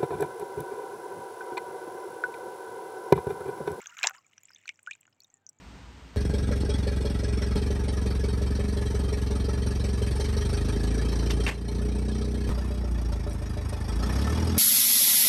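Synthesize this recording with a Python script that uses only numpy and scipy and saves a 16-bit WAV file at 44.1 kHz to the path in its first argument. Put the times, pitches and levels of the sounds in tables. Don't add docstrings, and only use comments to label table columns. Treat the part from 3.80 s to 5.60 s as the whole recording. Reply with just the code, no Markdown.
import sys
import numpy as np
from scipy import signal
from scipy.fft import rfft, irfft, next_fast_len
from scipy.io import wavfile
from scipy.ndimage import map_coordinates

SR = 44100
rng = np.random.default_rng(int(sys.argv[2]) if len(sys.argv) > 2 else 0)


def invert_db(x):
    u = np.asarray(x, float) / 20
    return 10 ** u


def wrap_up_sound(samples):
    columns = np.atleast_2d(samples).T
    tamed = np.clip(columns, -1, 1)
    steps = np.round(tamed * 32767).astype(np.int16)
    wavfile.write(sys.argv[1], SR, steps)


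N = 79380


def unit(x):
    return x / np.sqrt(np.mean(x ** 2) + 1e-20)


def colour(x, points):
    m = 2 * next_fast_len(N // 2 + 4096)
    freq_hz, gain_db = np.transpose(points)
    log_hz = np.log(np.fft.rfftfreq(m, 1 / SR) + 1)
    cepstrum = irfft(np.log(invert_db(np.interp(log_hz, np.log(freq_hz), gain_db))), m)
    cepstrum[1:m // 2] *= 2
    cepstrum[m // 2 + 1:] = 0
    return irfft(rfft(x, m) * np.exp(rfft(cepstrum)), m)[:N]


def place(start_s, shapes):
    i = np.round(np.asarray(start_s) * SR).astype(int)[:, None] + np.arange(shapes.shape[1])
    return np.bincount(i.ravel(), shapes.ravel(), N + SR)[:N]


def bubbles(start_s, level_db, pitch_hz, life_s, rise, attack_s, size,
            bend=1, fade_db=60, rough=0, swing_db=0):
    t = np.arange(size) / SR
    columns = (level_db, pitch_hz, life_s, rise)
    db, hz, life, rise = [np.broadcast_to(v, np.shape(start_s))[:, None] for v in columns]
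    age = t / np.abs(life)
    phase = 2 * np.pi * hz * t * (1 + rise * np.minimum(age, 1.2) ** bend / (bend + 1))
    env = invert_db(db - fade_db * age + swing_db * np.exp(-t * hz / 2))
    env = env * (1 - np.exp(-(t / attack_s) ** 2))
    env = env * np.clip(10 * (1.1 - age), 0, 1)
    noise = rng.standard_normal((len(start_s), 2, size))
    waver = unit(signal.fftconvolve(noise, np.blackman(60)[None, None], 'same', axes=2))
    a, b = waver.transpose(1, 0, 2)
    return place(start_s, env * ((1 + rough * a) * np.sin(phase) + rough * b * np.cos(phase)))


def cracks(start_s, level_db, t60_s, points):
    t = np.arange(600) / SR
    decay = invert_db(np.asarray(level_db)[:, None] - 60 * t / t60_s)
    return colour(place(start_s, rng.standard_normal((len(start_s), len(t))) * decay), points)


def scatter(count, scatter_db, cap_db):
    r = rng.random((count, 2))
    return r[:, 0] * N / SR, np.minimum(-scatter_db * np.log(r[:, 1]), cap_db)


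# freq_hz [Hz], density_db [dB per Hz]
YARD = [(30, -17.5), (70, -17.5), (110, -2), (480, -9.5), (800, -10), (2500, -19), (4600, -27), (9000, -47)]
# freq_hz [Hz], gain_db [dB]
FILM = [(3500, -42.5), (4900, -24.5), (5900, -7), (7300, 3), (8300, -6), (9500, -46), (12000, -32)]
# freq_hz [Hz], gain_db [dB]
SPIT = [(7000, -46.5), (9000, -7.5), (10500, -16), (12000, 0.5), (14000, -7), (15300, -1), (16300, -9)]


def yard():
    rumble, far_fizz, hiss = [unit(colour(rng.standard_normal(N), c)) for c in (YARD, FILM, SPIT)]
    t = np.arange(N) / SR
    sway = map_coordinates(rng.standard_normal(40), [np.arange(N) * 15 / SR])
    hum_hz = 98
    hum = invert_db(2.5 * sway) * np.sin(2 * np.pi * hum_hz * t + 0.21 * sway[::-1])
    return invert_db(-77.5) * rumble + invert_db(-83.5) * hum + invert_db(-98) * far_fizz + invert_db(-102) * hiss


# time_s [s], level_db [dB]
STIR = [(0, -55), (.15, -60), (.167, -69), (0.176, -50.5), (0.226, -54), (0.238, -38.5), (.28, -49.5),
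        (0.311, -70.5), (0.352, -54.5), (.4, -74.5), (.75, -70.5), (0.928, -70.5), (1.0, -84), (1.15, -71),
        (1.3, -94), (1.55, -81), (1.62, -108), (1.8, -92)]
TUB_HZ = (1420, 2380)
# freq_hz [Hz], gain_db [dB]
CRACK = [(400, -36), (1500, -14), (2500, 0.5), (4600, -12), (5500, -3), (7300, -4.5), (8300, -16.5),
         (9800, -39)]
LIFTED_S = 0.52


def gurgle():
    s, db = scatter(count=600, scatter_db=-2.0, cap_db=2.0)
    g = rng.standard_normal((len(s), 3))
    hz = np.where((g[:, 0] > 0) & (s < LIFTED_S), *TUB_HZ)
    hz = hz * np.exp(0.2 * np.clip(g[:, 1], -1.5, 2))
    life_s = 30 * np.exp(0.45 * np.tanh(g[:, 2])) / hz
    return unit(bubbles(s, db, hz, life_s, 0, 0.00063, size=2400, fade_db=43, rough=0.13))


def stirring():
    t = np.arange(N) / SR
    level_db = np.interp(t, *np.transpose(STIR))
    crackle = unit(cracks(*scatter(count=260, scatter_db=7, cap_db=8), 0.004, FILM))
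    wash = unit(cracks(*scatter(count=900, scatter_db=7.0, cap_db=12.5), 0.0068, CRACK))
    spray = unit(cracks(*scatter(count=300, scatter_db=3.0, cap_db=18.5), 0.006, SPIT))
    settle_db_per_s = 1
    crackle_db = -7 - 0.56 * (level_db + 67.5) - settle_db_per_s * t
    gurgle_db = -53 + 1.046 * (level_db + 51.0)
    top = invert_db(crackle_db) * crackle + invert_db(-7) * wash + invert_db(-18) * spray
    return invert_db(level_db) * top + invert_db(gurgle_db) * gurgle()


LATE_S = 0.00044

# start_s [s], level_db [dB peak], pitch_hz [Hz]
GULPS = [(0.004, -39, 2125), (0.023, -70, 1520), (0.059, -37.5, 1555), (0.0255, -43.5, 2170),
         (0.168, -37.5, 2260), (0.189, -31.5, 2870), (0.211, -37.5, 1602), (0.2375, -18, 1600),
         (0.243, -14, 2512), (0.2505, -27.5, 2500), (0.2595, -26.5, 1620), (0.263, -30.5, 900),
         (0.271, -24, 1618), (0.286, -32.5, 1730), (0.294, -35.5, 1420), (0.308, -33.5, 1440),
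         (0.347, -41.5, 1690),
         (0.531, -52.5, 2130), (0.579, -44, 2350), (0.632, -54.5, 2250), (0.684, -46.5, 2310),
         (0.704, -47.5, 1485), (0.761, -51, 2240), (0.991, -49, 2360), (1.1125, -34, 2610),
         (1.152, -47.5, 2380), (1.23, -50.5, 2370), (1.253, -55.5, 1670), (1.277, -54.5, 1421),
         (1.326, -55.5, 2836), (.533, -51, 2920), (.826, -60, 2340), (.836, -51.5, 2370),
         (1.153, -56, 1530), (1.253, -56.5, 2710),
         (0.0582, -37.5, 3270),
    (0.2225, -35.5, 2170),
    (.2995, -45, 1420),
    (0.578, -49.5, 1560),
    (0.8551, -44, 1448),
    (0.99, -53, 1480),
    (1.063, -43.5, 2360),
]


def gulps():
    s, db, hz = np.transpose(GULPS)
    s = s + LATE_S
    ring = bubbles(s, db + 1.0, hz, 30 / hz, 0.2, attack_s=0.00055, size=2000, rough=0.4)
    return ring + cracks(s, db - 8.5, 0.019, CRACK)


# start_s [s], level_db [dB peak]
CONTACTS = [(.0055, -62), (.0145, -41), (.0255, -43), (.0435, -65), (.0592, -31), (.1236, -56),
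            (.1692, -54.5), (.1845, -36.5), (.2313, -14), (.2372, -25), (.2445, -30), (.2507, -21),
            (.2600, -29), (.2709, -14), (.2880, -36), (.2955, -32.5), (0.8782, -45.5), (.8916, -24),
            (1.0640, -41), (1.0726, -40.5), (1.1106, -28.5), (1.2305, -74), (1.2535, -72), (1.2775, -58),
            (1.3265, -57.5)]
# freq_hz [Hz], gain_db [dB]
CONTACT = [(500, -30), (1400, -2.5), (2500, 11.5), (4600, -9.5), (5800, 1.5), (7300, 0), (8500, -13.5),
           (10000, -33.5)]


def contacts():
    return cracks(*np.transpose(CONTACTS), 0.003, CONTACT)


# start_s [s], level_db [dB peak], pitch_hz [Hz], life_s [s], rise [pitch ratio]
MURK = [(.010, -51, 1409, 0.033, -0.0099), (0.014, -46, 2800, 0.0095, 0.0067),
        (0.061, -74, 1180, 0.043, -0.15), (0.084, -57, 964, 0.047, 0.0086),
        (0.094, -41, 2820, 0.0093, 0.0098), (.183, -37.5, 1457, 0.011, -0.071),
        (.2945, -52, 753, 0.046, 0.053), (0.341, -58.5, 944, 0.08, 0.22),
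        (0.377, -46.5, 1060, 0.013, 0.076), (.240, -33.5, 389, 0.027, -0.043),
        (1.211, -58, 2300, 0.01, 0.4)]


def murk():
    return bubbles(*np.transpose(MURK), attack_s=0.006, size=2800, fade_db=12.5, rough=0.17)


# start_s [s], level_db [dB peak], pitch_hz [Hz]
TINY_TICKS = [(0.0169, -37.5, 7330), (0.0693, -27.5, 6350), (0.1695, -39, 6800), (0.184, -35, 6380),
              (0.188, -39.5, 3900), (0.1965, -37, 7600), (0.2306, -23, 7420), (0.2374, -20, 3990),
              (0.2385, -24, 5400), (0.276, -31, 6230), (0.2866, -31, 5900), (0.2947, -38.5, 7600),
              (0.3641, -47, 7160), (0.373, -51.5, 7060), (0.3817, -51, 5030), (0.4645, -48.5, 7000),
              (0.5794, -41, 5900), (0.6334, -42, 6980), (0.6537, -38, 7440), (0.6922, -50, 5340),
         (0.7165, -51, 5000), (0.7335, -49.5, 5150), (0.747, -42, 6230), (0.7599, -44.5, 3570),
         (0.856, -50, 4290), (0.8726, -46.5, 6100), (0.8896, -49, 5100), (0.9573, -55, 5660),
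         (1.0303, -44.5, 8390), (1.109, -35, 7030), (1.1312, -43.5, 3770), (1.1505, -44, 7380),
         (1.21, -44.5, 7600),
              (1.267, -53.5, 6820), (1.329, -60.5, 5160), (1.4032, -45.5, 4416), (1.445, -52.5, 3710),
              (1.501, -51.5, 6400), (1.54, -41, 7410), (1.5692, -56, 6970), (1.6651, -35, 6110),
              (1.673, -47.5, 6530), (1.6896, -37, 5750), (1.6931, -37.5, 7710), (1.7864, -54, 6830),
              (.0940, -44, 6950),
    (1.419, -49.5, 5590),
    (1.4435, -47, 6030),
]


def ticks():
    s, db, hz = np.transpose(TINY_TICKS)
    life_s = 0.0097 * 6500 / hz
    return bubbles(s + LATE_S, db + 3.0, hz, life_s, -0.018, attack_s=0.00053, size=900, rough=0.21)


def plunk(rows, bend):
    s, db, hz, life_s, rise = np.transpose(rows)
    ring = bubbles(s, db, hz, life_s, rise, attack_s=0.0018, size=2800, bend=bend,
                   fade_db=24.5, swing_db=17, rough=0.04)
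    return ring + cracks(s, db - 4, 0.006, CRACK)


# start_s [s], level_db [dB peak], pitch_hz [Hz], life_s [s], rise [pitch ratio]
POCKETS = [
    (.1230, -50, 1388, 0.043, 0.084),
    (.2308, -15.5, 2415, 0.012, 0.033),
    (.2430, -29, 734, 0.02, 0.076),
    (.2510, -30.5, 910, 0.034, 0.022),
    (.4450, -56, 2390, 0.018, -0.081),
    (.8787, -24.5, 2580, 0.0068, -0.19),
    (1.0727, -30.5, 1420, 0.036, 0.33),
]


def pockets():
    return plunk(POCKETS, bend=1.1)


# start_s [s], level_db [dB peak]
FILMS = [(.2214, -33.5), (.3062, -37.5), (.3349, -44.5), (0.4004, -61), (.4452, -74), (0.4805, -47),
         (.4981, -52), (.5126, -56), (0.534, -60), (0.593, -69), (0.6107, -52), (.6737, -49), (.7110, -40),
         (0.7835, -42), (0.8273, -54), (.9725, -55), (0.994, -42.5), (1.0508, -55.5), (1.0916, -54),
         (1.101, -54), (1.135, -39), (1.175, -64), (1.3043, -61.5), (1.3669, -66.5), (1.3823, -59),
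         (1.4031, -44.5), (1.435, -41), (1.4701, -55), (1.488, -69), (1.73, -50), (1.747, -65),
         (1.765, -66)]


def films():
    return cracks(*np.transpose(FILMS), 0.006, FILM)


# start_s [s], level_db [dB peak]
SPITS = [(0.2301, -40), (0.2954, -42.5), (0.633, -54), (0.8779, -57), (1.0301, -61), (1.2064, -52.5),
         (1.297, -69), (1.4032, -55.5), (1.4456, -61.5), (1.6933, -52.5)]


def spits():
    s, db = np.transpose(SPITS)
    return cracks(s + LATE_S, db + 7.0, 0.008, SPIT)


# start_s [s], level_db [dB peak], pitch_hz [Hz]
SLAP = [
    (0.2684, -30.5, 6770),
    (.2704, -9.5, 7250),
    (.2706, -14, 4967),
    (.2712, -18.5, 3950),
    (.2718, -16, 6500),
    (.2720, -16.5, 7300),
    (.2722, -15, 5700),
]


def slap():
    s, db, hz = np.transpose(SLAP)
    return bubbles(s, db + 7.5, hz, 0.0056, 0, attack_s=0.00061, size=500)


# start_s [s], level_db [dB peak], pitch_hz [Hz], life_s [s], rise [pitch ratio]
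DRIPS = [
    (.8912, -29, 2220, 0.02, 0.18),
    (1.1105, -26.5, 2425, 0.015, 0.36),
    (1.1318, -42, 2380, 0.016, 0.37),
]


def drips():
    return plunk(DRIPS, bend=3.5)


# start_s [s], level_db [dB peak], pitch_hz [Hz], length_s [s], rise [pitch ratio]
FAR_CALLS = [(1.368, -79, 2330, .045, -0.00025), (1.41, -71, 2620, 0.022, -0.045),
             (1.429, -87.5, 830, 0.1, -0.16), (1.52, -76, 1920, .07, -.07), (1.53, -82, 800, .12, -.02),
             (1.607, -78.5, 1620, 0.096, -.08), (1.69, -82, 826, .11, 0.061), (1.72, -82, 2270, .06, .02),]


def birds():
    return bubbles(*np.transpose(FAR_CALLS), attack_s=0.0072, size=6000, fade_db=3.5, rough=0.063)


def tub(x):
    t = np.arange(3000) / SR
    t60_s, gap_s = 0.03, 0.001
    tail = rng.standard_normal(len(t)) * invert_db(-60 * t / t60_s) * (t > gap_s)
    return signal.fftconvolve(x, tail / np.linalg.norm(tail))[:N]


def scene():
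    water = stirring() + gulps() + contacts() + murk() + ticks() + pockets()
    water = water + films() + spits() + slap() + drips()
    water = colour(water, [(200, -28.5), (650, 0.5)])
    return (water + invert_db(-14.5) * tub(water) + yard() + birds())[None]


def low_pass(x):
    return signal.sosfilt(signal.butter(12, 17000, fs=SR, output="sos"), x)


def record(dry):
    top_hz = 16600
    m = next_fast_len(N + 4096)
    mix = irfft(rfft(dry, m) * (np.fft.rfftfreq(m, 1 / SR) < top_hz), m)[:, :N]
    return low_pass(mix)


dry = scene()
out = record(dry)
wrap_up_sound(out)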